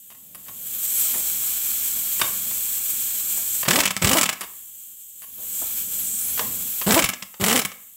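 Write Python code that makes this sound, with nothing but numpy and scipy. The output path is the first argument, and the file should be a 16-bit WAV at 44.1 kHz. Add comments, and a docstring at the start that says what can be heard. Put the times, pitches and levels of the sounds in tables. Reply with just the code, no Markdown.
"""Air wrench on an axle plate, close to a phone in a workshop

With the trigger eased, air hisses and whistles through the exhaust port (shaped noise) over a low hum (a sine).
Four squeezes spin the vane motor, a train of puffs in harmonics, and its hammer rattles the socket: bursts of
uneven rebounds that excite steel modes, with low thumps (wavering sines) under some of the blows.
Before and between runs the socket knocks on the ringing plate and the tool bumps and shifts in the hand.
The workshop answers with echoes."""
import sys
import numpy as np
from scipy import signal
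from scipy.fft import rfft, irfft
from scipy.io import wavfile

SR = 44100
rng = np.random.default_rng(int(sys.argv[2]) if len(sys.argv) > 2 else 0)


def dump_mix(stems):
    """Bounce the given channels to the path in sys.argv[1] as a 16-bit WAV at rate SR."""
    frames = np.atleast_2d(stems).T  # one column per channel
    limited = np.clip(frames, -1, 1)  # hard clip at full scale
    pcm = np.round(limited * 32767).astype(np.int16)
    wavfile.write(sys.argv[1], SR, pcm)


N = 351036
TIME = np.arange(N) / SR  # s

# Hammer blows. Each row: start in seconds, relative level in dB, treble against that level in dB.
BLOWS = [(3.683, -12.5, -10), (3.708, -11.5, -7), (3.733, -17, -10), (3.758, -13, -3.5), (3.789, -16, -9),
         (3.803, -13.5, -4), (3.835, -18.5, -18), (3.855, -12.5, -5), (3.875, -19, -19), (3.906, -19.5, -5),
         (3.966, -20.5, -8), (4.022, -17.5, -14), (4.045, -13, -6.5), (4.072, -14, -18.5),
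         (4.09, -15.5, -3.5), (4.113, -17, -4), (4.131, -12, -6.5), (4.17, -15.5, -3), (4.184, -13.5, -5),
         (4.212, -13.5, -5), (4.231, -13, -6), (4.257, -19.5, -6), (4.291, -16.5, -5.5), (4.328, -26.5, -5),
         (4.409, -27.5, 0.5), (6.907, -14.5, -12), (6.921, -17, 1.5), (6.943, -15, 0.5),
         (6.977, -19.5, -17.5), (6.991, -13, -3.5), (7.023, -16, -16), (7.041, -15.5, -2),
         (7.058, -22.5, -8), (7.089, -19, -1), (7.134, -27.5, -17), (7.224, -28, -10), (7.411, -25.5, -4.5),
         (7.44, -15, -3.5), (7.463, -19.5, -2), (7.482, -16, -4), (7.497, -18, -4), (7.51, -17.5, -6),
         (7.527, -16.5, -4), (7.558, -15, -2.5), (7.575, -19, -4), (7.591, -16.5, -1), (7.616, -24.5, -4),
         (7.65, -20, -2.5)]
# Low rumble of flowing air and of a shifting grip. Each row: frequency in Hz, relative level in dB.
RUMBLE = [(25, -20.5), (55, -7), (90, -4), (140, -3), (200, 0), (250, 0), (330, -15), (500, -10),
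          (1000, -22)]
# Bright tick of steel on steel. Each row: frequency in Hz, relative level in dB.
TICK = [(4000, -36), (7500, -12), (10500, 13.5), (13000, 4.5), (15500, 6.5)]
# Slow ring of the axle and spring. Each row: frequency in Hz, width in Hz, relative level in dB.
AXLE_MODES = [(198, 14, 1), (240, 14, -3), (552, 6, -8), (625, 18, -10), (787, 20, -11), (1100, 40, -8),
              (1570, 35, -12), (2160, 30, -11), (2680, 20, -12)]


def undb(db):
    """Decibels to gain."""
    return 10 ** (np.asarray(db) / 20)


def unit(x):
    """Scale to rms 1."""
    return x / np.sqrt(np.mean(x ** 2))


def noise():
    """White noise as long as the scene."""
    return rng.standard_normal(N)


def walk(rate):
    """Random wander with a spread near 1: straight lines between `rate` random points a second."""
    points = rng.standard_normal(8192)
    return 1.2 * np.interp(TIME * rate, np.arange(8192), points)


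def bell(s, width):
    """A smooth rise and fall around a moment."""
    return np.exp(-.5 * ((TIME - s) / width) ** 2)


def convolve(x, response):
    """Pass a sound through a response scaled to unit energy."""
    return signal.fftconvolve(x, response / np.sqrt(np.sum(response ** 2)))[:N]


def colour(x, points, size=4096):
    """Causal minimum-phase filter through (Hz, dB) points, falling away below the lowest."""
    hz, db = np.transpose(points)
    grid = np.maximum(np.arange(size // 2 + 1) * SR / size, 1)
    below = np.minimum(grid / hz[0], 1) ** 2
    gain = undb(np.interp(np.log(grid), np.log(hz), db)) * np.maximum(below, 1e-3)
    # folding the cepstrum onto positive time makes the response causal
    cepstrum = irfft(np.log(gain))
    cepstrum[1:size // 2] *= 2
    cepstrum[size // 2 + 1:] = 0
    return convolve(x, irfft(np.exp(rfft(cepstrum))))


def ring(x, modes):
    """Drive damped modes (Hz, width Hz, dB): the wider a mode, the faster it dies."""
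    t = TIME[:SR // 2]
    response = np.zeros(len(t))
    for hz, width, db in modes:
        decay = width * np.exp(-np.pi * width * t)
        response += undb(db) * decay * np.cos(2 * np.pi * hz * t)
    return convolve(x, response)


def chatter(events, fall_s, grain_db, bite, strike):
    """Steel on steel: one clean strike, a few ms of uneven rebounds, a quick fall; gives force and treble share."""
    force, bright = np.zeros((2, N))
    t = TIME[:SR // 16]
    for start, db, treble_db, length in events:
        # the rebounds change strength every 16 samples
        rebounds = np.repeat(undb(grain_db * rng.standard_normal(len(t))), 16)[:len(t)]
        fall = np.exp(-np.maximum(t - length, 0) / fall_s)
        onset = 1 + bite * np.exp(-t / 0.00043)
        burst = rng.standard_normal(len(t)) * rebounds * fall * onset
        burst[0] = strike * np.sqrt(np.sum(burst ** 2))
        # the energy is that of the given level held for the length of the chatter
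        burst *= undb(db) * np.sqrt(abs(length) * SR / np.sum(burst ** 2))
        i = int(start * SR)
        force[i:i + len(t)] += burst
        bright[i:i + len(t)] += burst * undb(treble_db)
    return force, bright


def flow():
    """Control levels of jet and port whistle in dB: the bleed while the trigger is eased, else a steady leak."""
    # Air through the eased trigger, one curve before each pair of squeezes.
    # Each row of a curve: time in seconds, jet control level in dB, port whistle against the jet in dB.
    bleeds = [
        [(0.25, -59, -7), (0.27, -49.5, -8), (0.73, -29.5, -6.5), (0.76, -29.5, -8), (0.8, -27.5, -4),
         (1.07, -23, -1.5), (1.11, -23.5, -8), (1.14, -25, -4), (1.76, -24.5, -5.5), (2.67, -26.5, -4.5),
         (3.59, -25.5, -3), (3.62, -25, -4.5)],
        [(4.5, -39.5, -5.5), (5.12, -44, -2.5), (5.36, -37, -11), (5.56, -29, -2.5), (5.78, -25, -8),
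         (5.87, -30.5, -5.5), (5.97, -27, -1.5), (6.0, -27, -7), (6.09, -29.5, 1.5), (6.36, -25.5, -9),
         (6.52, -29, -5), (6.84, -26.5, -9.5)],
    ]
    leak_db, leak_port_db = -45.5, -6  # jet, and whistle against it, with the trigger shut
    jet_db, port_db = leak_db, leak_port_db
    for bleed in bleeds:
        s, db, whistle_db = np.transpose(bleed)
        away = np.abs(TIME - np.clip(TIME, s[0], s[-1]))  # s outside the curve
        # the bleed dies as the motor takes the air: its dB above the leak shrink to a tenth in about 0.2 s
        eased = 10 ** (-4.9 * away)
        jet_db = jet_db + eased * np.maximum(np.interp(TIME, s, db) - leak_db, 0)
        port_db = port_db + eased * (np.interp(TIME, s, whistle_db) - leak_port_db)
    return jet_db, jet_db + port_db


def deflected(width_hz):
    """A band of hiss that swells and slides down as the hand nears the jet, and back up as it leaves."""
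    # The hand bends the hiss. Each row: nearest moment in seconds, approach in seconds, retreat in seconds,
    # lowest centre in Hz, level against the jet in dB.
    hand_passes = [(.99, .11, 0.028, 11300, 1.5), (1.158, 0.027, 0.043, 9400, -3),
                   (5.77, .05, 0.044, 11830, -7), (6.11, .085, 0.18, 8040, -1.5)]
    free_hz = 15020  # centre with the hand away
    hz, gain = free_hz, 0
    for s, approach, retreat, lowest_hz, db in hand_passes:
        near = bell(s, np.where(TIME < s, approach, retreat))
        hz = hz - (free_hz - lowest_hz) * near
        gain = gain + undb(db) * np.sqrt(near)
    lowpass = signal.butter(4, width_hz / 2, fs=SR, output="sos")
    band = unit(signal.sosfilt(lowpass, noise()))
    wavering_hz = hz * (1 + 0.0072 * walk(60))
    # the carrier lifts the low band of noise up to the moving centre
    carrier = np.cos(2 * np.pi * np.cumsum(wavering_hz) / SR)
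    return gain * band * carrier


def air():
    """A turbulent jet, the port's whistle, the rush inside the housing, a rumble and a hum, all following the flow."""
    # Spectrum of the free jet. Each row: frequency in Hz, relative level in dB.
    jet_spectrum = [(4700, -36), (6500, -4.5), (8800, -7), (9800, -4), (11400, 0.5), (12700, 8),
                    (13800, 2.5), (15500, 5.5), (16500, -17)]
    # Rush inside the housing. Each row: frequency in Hz, relative level in dB.
    housing_spectrum = [(300, -8), (900, -8), (1300, -3), (1700, -2), (2000, -6.5), (2350, 3.5), (2700, -2),
                        (3300, 6), (3750, -1), (4100, 3), (4600, -1.5), (6000, -18.5), (9000, -10.5)]
    # Larger eddies of a strong flow. Each row: frequency in Hz, relative level in dB.
    eddy_spectrum = [(2500, -25), (4300, -11), (5600, 3), (7000, 2), (10000, -8.5)]
    # Resonances of the exhaust port. 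Each row: frequency in Hz, width in Hz, relative level in dB.
    port_modes = [(7480, 480, 3), (8010, 660, 6)]
    turn_s, turned_db = 4.9, -1  # the wrench moves to the next nut and its housing faces away

    jet_db, port_db = flow()
    opening_db = jet_db + 26.5  # against a trigger eased well open
    flutter_db = 0.81 * walk(40) + .5 * walk(300)
    jet = undb(jet_db - 0.34) * colour(noise(), jet_spectrum)

    whistle = ring(ring(noise(), port_modes), [(8030, 3470, 0)])
    highpass = signal.butter(4, 5600, "high", fs=SR, output="sos")
    port = undb(port_db - 5.5 + 0.25 * walk(25)) * signal.sosfilt(highpass, whistle)

    # the valve sings in one narrow band even at a trickle; the rest of the housing needs a real flow
    valve_band = ring(ring(noise(), [(3210, 1200, 0)]), [(3130, 1100, 0)])
    valve = undb(-59 + 0.73 * opening_db) * valve_band
    housing_db = -41.5 + 1.47 * opening_db + turned_db * (TIME > turn_s)
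    housing = undb(housing_db) * colour(noise(), housing_spectrum)

    # a strong flow tears into larger eddies, which fill in the middle
    eddies = undb(1.766 * jet_db + 5.0) * colour(noise(), eddy_spectrum)
    bent = undb(jet_db) * deflected(width_hz=1800)
    rumble = undb(-54 + 1.09 * opening_db + 2.0 * walk(32)) * colour(noise(), RUMBLE)
    hum = undb(jet_db - 29.5 + 0.86 * walk(0.47)) * np.sin(2 * np.pi * 53.6 * TIME)
    hiss = jet + port + valve + housing + eddies + bent
    return undb(flutter_db) * hiss + rumble + hum


def knocks():
    """The socket meets the plate, which rings lower and duller than the hammer."""
    # Socket and tool on the plate. Each row: start in seconds, relative level in dB,
    # treble against that level in dB, length of the chatter in seconds.
    contacts = [(.104, -53, -1, 0.022), (.149, -54.5, -6, 0.0056), (.348, -46, 5.5, 0.0095),
                (.464, -54, -16, 0.0093), (.484, -43.5, -10, 0.01), (1.142, -39.5, -16, 0.018),
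                (2.197, -31, -20, 0.0071), (2.215, -15.5, -8.5, 0.0044), (2.267, -41, -15, .002),
                (2.512, -38, -18, 0.0046), (3.631, -26, -11, 0.0033), (3.653, -31, -24, 0.015),
                (4.418, -38, -6, 0.026), (5.221, -50.5, 4.5, 0.026), (6.377, -35, -14, 0.012),
                (6.394, -20, -27.5, 0.004), (6.815, -30, -17, 0.0089), (7.342, -40.5, -14, 0.0028),
                (7.718, -38, -14, 0.0042)]
    # Broad voice of the plate. Each row: frequency in Hz, relative level in dB.
    plate_spectrum = [(80, -9), (250, -12.5), (400, -4.5), (700, -2), (1050, -4.5), (1350, -5.5), (1800, 2),
                      (2300, -2.5), (3000, 0), (4000, -10.5), (5500, -13), (7000, -9), (12000, -21)]
    # Resonances of the plate. Each row: frequency in Hz, width in Hz, relative level in dB.
    plate_modes = [(1120, 230, 8.5), (1380, 100, -16), (1890, 90, -18), (2760, 140, 2.5),
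                   (3250, 110, -14.5), (3660, 71, 3.5), (4540, 300, -0.5), (5370, 120, -23),
                   (5480, 150, -3.5)]
    force, bright = chatter(contacts, fall_s=.004, grain_db=2.5, bite=0.22, strike=0.6)
    body = colour(force, plate_spectrum)
    plate_ring = undb(-3.5) * ring(force, plate_modes)
    tick = undb(6.0) * colour(bright, TICK)
    axle_ring = undb(-29) * ring(force, AXLE_MODES)
    return body + plate_ring + tick + axle_ring


def grips():
    """The hand shifts on the tool: swells of low rumbling noise."""
    # Shifts of the grip. Each row: middle in seconds, level in dB, time either side in seconds.
    shifts = [(.58, -53, 0.29), (1.16, -47.5, 0.04), (2.36, -49.5, 0.18), (5.55, -56, 0.18),
              (6.0, -48, 0.16), (6.5, -40.5, 0.13)]
    swell = sum(undb(db) * bell(s, span) for s, db, span in shifts)
    return swell * colour(noise(), RUMBLE)


def bumps():
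    """Padded contacts: a dull scuff of noise that dies quickly."""
    # Soft bumps of hand and tool body. Each row: start in seconds, relative level in dB, decay in seconds.
    soft_contacts = [(0.49, -51, 0.016), (1.153, -41.5, 0.031), (2.227, -38, 0.027), (3.373, -48, 0.025),
                     (5.381, -54, 0.054), (5.619, -37, 0.012), (6.404, -33.5, 0.012), (6.502, -46, 0.01)]
    # Dull voice of a padded contact. Each row: frequency in Hz, relative level in dB.
    dull_spectrum = [(80, -4.5), (200, -11.5), (350, -7.5), (600, -1.5), (1000, -9), (1500, -17),
                     (4000, -44)]
    push = np.zeros(N)
    for s, db, length in soft_contacts:
        push += undb(db) * (TIME > s) * np.exp(-np.abs(TIME - s) / length)
    return undb(3.5) * colour(push * noise(), dull_spectrum)


def rotor():
    """Vane rate, air drive and sag: the rotor gathers speed, loses some to each blow and runs down on release."""
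    # Squeezes of the trigger. Each row: pressed in seconds, released in seconds, first vane rate in Hz,
    # top vane rate in Hz (both before any sag), relative motor level in dB, opening surge in dB.
    squeezes = [(3.677, 3.799, 169.5, 339, -27, 6.5), (4.015, 4.18, 174.5, 355, -26.5, -3.5),
                (6.863, 6.982, 170.6, 344.5, -22.5, 0.5), (7.397, 7.568, 183.7, 284.8, -26, -10)]
    attack_s, surge_s = .004, .02  # the valve opens; the first rush of air settles
    coast_s, release_db_per_s = 0.09, 305.5  # after release the rotor runs down and the puffs fade
    sag_hz, sag_lag_s, sag_width_s = 71.77, 0.007, .03  # speed lost to a full blow, when lowest, how long
    full_blow_db, slowest_hz = -14.5, 108.2

    hz, drive, sag = np.zeros((3, N))
    for pressed, released, first_hz, top_hz, db, surge_db in squeezes:
        since = np.maximum(TIME - pressed, 0)
        after = np.maximum(TIME - released, 0)
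        spin_up = np.interp(TIME, [pressed, released], [first_hz, top_hz])
        hz += (since > 0) * spin_up * np.exp(-(after / coast_s) ** 2)
        surge = surge_db * np.exp(-since / surge_s)
        fade = release_db_per_s * np.minimum(after, 1)
        drive += np.minimum(since / attack_s, 1) * undb(db + surge - fade)

    check = np.interp(TIME[:SR // 16], [0, sag_lag_s, sag_width_s], [0, sag_hz, 0])
    for s, db, _ in BLOWS:
        i = int(s * SR)
        # the cube means that lighter blows hardly check the rotor
        sag[i:i + len(check)] += check * min(undb(db - full_blow_db) ** 3, 1)
    return np.maximum(hz - sag, slowest_hz), drive, sag


def motor():
    """Each vane lets out a puff: pressure builds, then collapses. The rate sags whenever the hammer catches."""
    # Overtones of the puffs at 300 vanes a second. Each row: multiple of the vane rate, relative level in dB.
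    overtones = [(1, 1.5), (2, 0.5), (3, -1.5), (4, -8), (5, -24), (6, -21.5), (7, -18.5)]
    # Roar of the exhaust. Each row: frequency in Hz, relative level in dB.
    exhaust_spectrum = [(100, -10.5), (400, 5.5), (1200, 2), (2400, -4), (4500, -5.5), (6200, -11),
                        (7700, 2.5), (9500, -6.5), (12800, -3), (15500, -1.5)]
    hz, drive, sag = rotor()
    speed = hz / 300
    # a labouring rotor turns unevenly, a fast one runs true
    wobble = .047 * walk(330) / speed ** 2
    phase = 2 * np.pi * np.cumsum(hz) / SR + wobble
    # faster vanes open the port more abruptly, which strengthens the overtones up to that rate
    growth = 2.6 * np.minimum(speed - 1, 0)
    saw = np.zeros(N)
    for multiple, db in overtones:
        saw -= undb(db) * multiple ** growth * np.sin(multiple * phase)
    # puffs scatter in strength, and a checked rotor lets out weaker ones: 0.09 dB for each Hz lost
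    puffs = saw * undb(1.3 * walk(260) - 0.09 * sag)
    # the exhaust roars more as the motor gathers speed, most at each puff
    pulsed = noise() * (1 + .5 * np.cos(phase))
    exhaust = colour(pulsed, exhaust_spectrum) * speed ** 0.43
    exhaust_gain = undb(-19.5) * (drive / undb(-23.5)) ** 0.82
    return drive * undb(3.5) * puffs + exhaust_gain * exhaust


def hammer():
    """Blows, each with one bounce, crack through anvil, socket and nut and set the axle ringing."""
    # Crack of a blow. Each row: frequency in Hz, relative level in dB.
    crack_spectrum = [(100, -5.5), (400, -7.5), (800, -4), (1250, -3.5), (1600, -2.5), (2350, 2),
                      (3100, 0.5), (4200, -6), (5600, -2), (8000, -1.5), (10000, -21), (15000, -14)]
    # Resonances of hammer, socket and nut. Each row: frequency in Hz, width in Hz, relative level in dB.
    steel_modes = [(1190, 50, 0.5), (1310, 50, 0.5), (1710, 81, -2), (2010, 130, -3.5), (2254, 97, -1.5),
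                   (2660, 74, -20), (2945, 88, -0.5), (4000, 80, -14.5), (5280, 70, -6), (5450, 70, -17.5),
                   (5700, 35, -28), (6640, 70, -20.5), (7020, 220, -5.5), (7500, 620, -8.5),
                   (10500, 120, -0.5)]
    chatter_s, bounce_chatter_s = 0.0052, .004  # how long the faces rattle
    bounce_s, bounce_db, bounce_treble_db = .0075, -7, 3  # the glancing bounce is later, lighter, brighter
    strikes, bounces = [], []
    for s, db, treble_db in BLOWS:
        strikes.append((s, db, treble_db, chatter_s))
        bounces.append((s + bounce_s, db + bounce_db, treble_db + bounce_treble_db, bounce_chatter_s))
    force, bright = chatter(strikes + bounces, fall_s=.0018, grain_db=5, bite=.8, strike=0.2)
    crack = undb(-2.0) * colour(force, crack_spectrum)
    steel_ring = undb(-8.0) * ring(force, steel_modes)
    tick = undb(1.0) * colour(bright, TICK)
    axle_ring = undb(-14.5) * ring(force, AXLE_MODES)
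    return crack + steel_ring + tick + axle_ring


def thumps():
    """Low thumps under some of the hammer blows, of unsteady pitch: a wavering sine in short swells."""
    # Thumps under the blows. Each row: middle in seconds, relative level in dB.
    low_thumps = [(3.696, -42), (3.8, -39), (3.86, -45), (4.048, -16), (4.094, -28.5), (4.125, -33),
                  (6.886, -36), (6.945, -24.5), (7.044, -26), (7.421, -25)]
    swell = sum(undb(db) * bell(s, 0.0062) for s, db in low_thumps)
    hz = 78 * np.exp(.42 * walk(120))
    tone = np.sin(2 * np.pi * np.cumsum(hz) / SR)
    return undb(2.0) * swell * tone


def workshop(x, t60_low, t60_high, treble_db):
    """Dense echoes from the underbody and floor, duller as they fade."""
    t = TIME[:SR]
    lowpass = signal.butter(2, 3000, fs=SR, output="sos")
    low, bright = rng.standard_normal((2, SR))
    low_tail = signal.sosfilt(lowpass, low) * undb(-60 * t / t60_low)
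    bright_tail = undb(treble_db) * bright * undb(-60 * t / t60_high)
    build_up = 1 - np.exp(-t / 0.0025)
    return convolve(x, (low_tail + bright_tail) * build_up)


def scene():
    """Wrench and plate at arm's length, in mono; the exhaust points at the microphone, so it stays nearly dry."""
    exhaust, blows, plate = motor(), hammer(), knocks() + bumps()
    sent = undb(-26) * exhaust + undb(-12.0) * blows + undb(-8.5) * plate
    room = workshop(sent, t60_low=0.53, t60_high=0.33, treble_db=3.5)
    mono = air() + exhaust + blows + plate + thumps() + grips() + room
    return np.array([mono, mono])


def record(dry):
    """The phone thins the deepest bass, rounds the loudest peaks and cuts the top."""
    bass_cut = signal.butter(2, 32, "high", fs=SR, output="sos")
    top_cut = signal.ellip(12, .2, 80, 15760, fs=SR, output="sos")
    thinned = signal.sosfilt(bass_cut, dry)
    rounded = np.tanh(1.18 * thinned) / 1.186
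    return signal.sosfilt(top_cut, rounded)


dry = scene()
out = record(dry)
dump_mix(out)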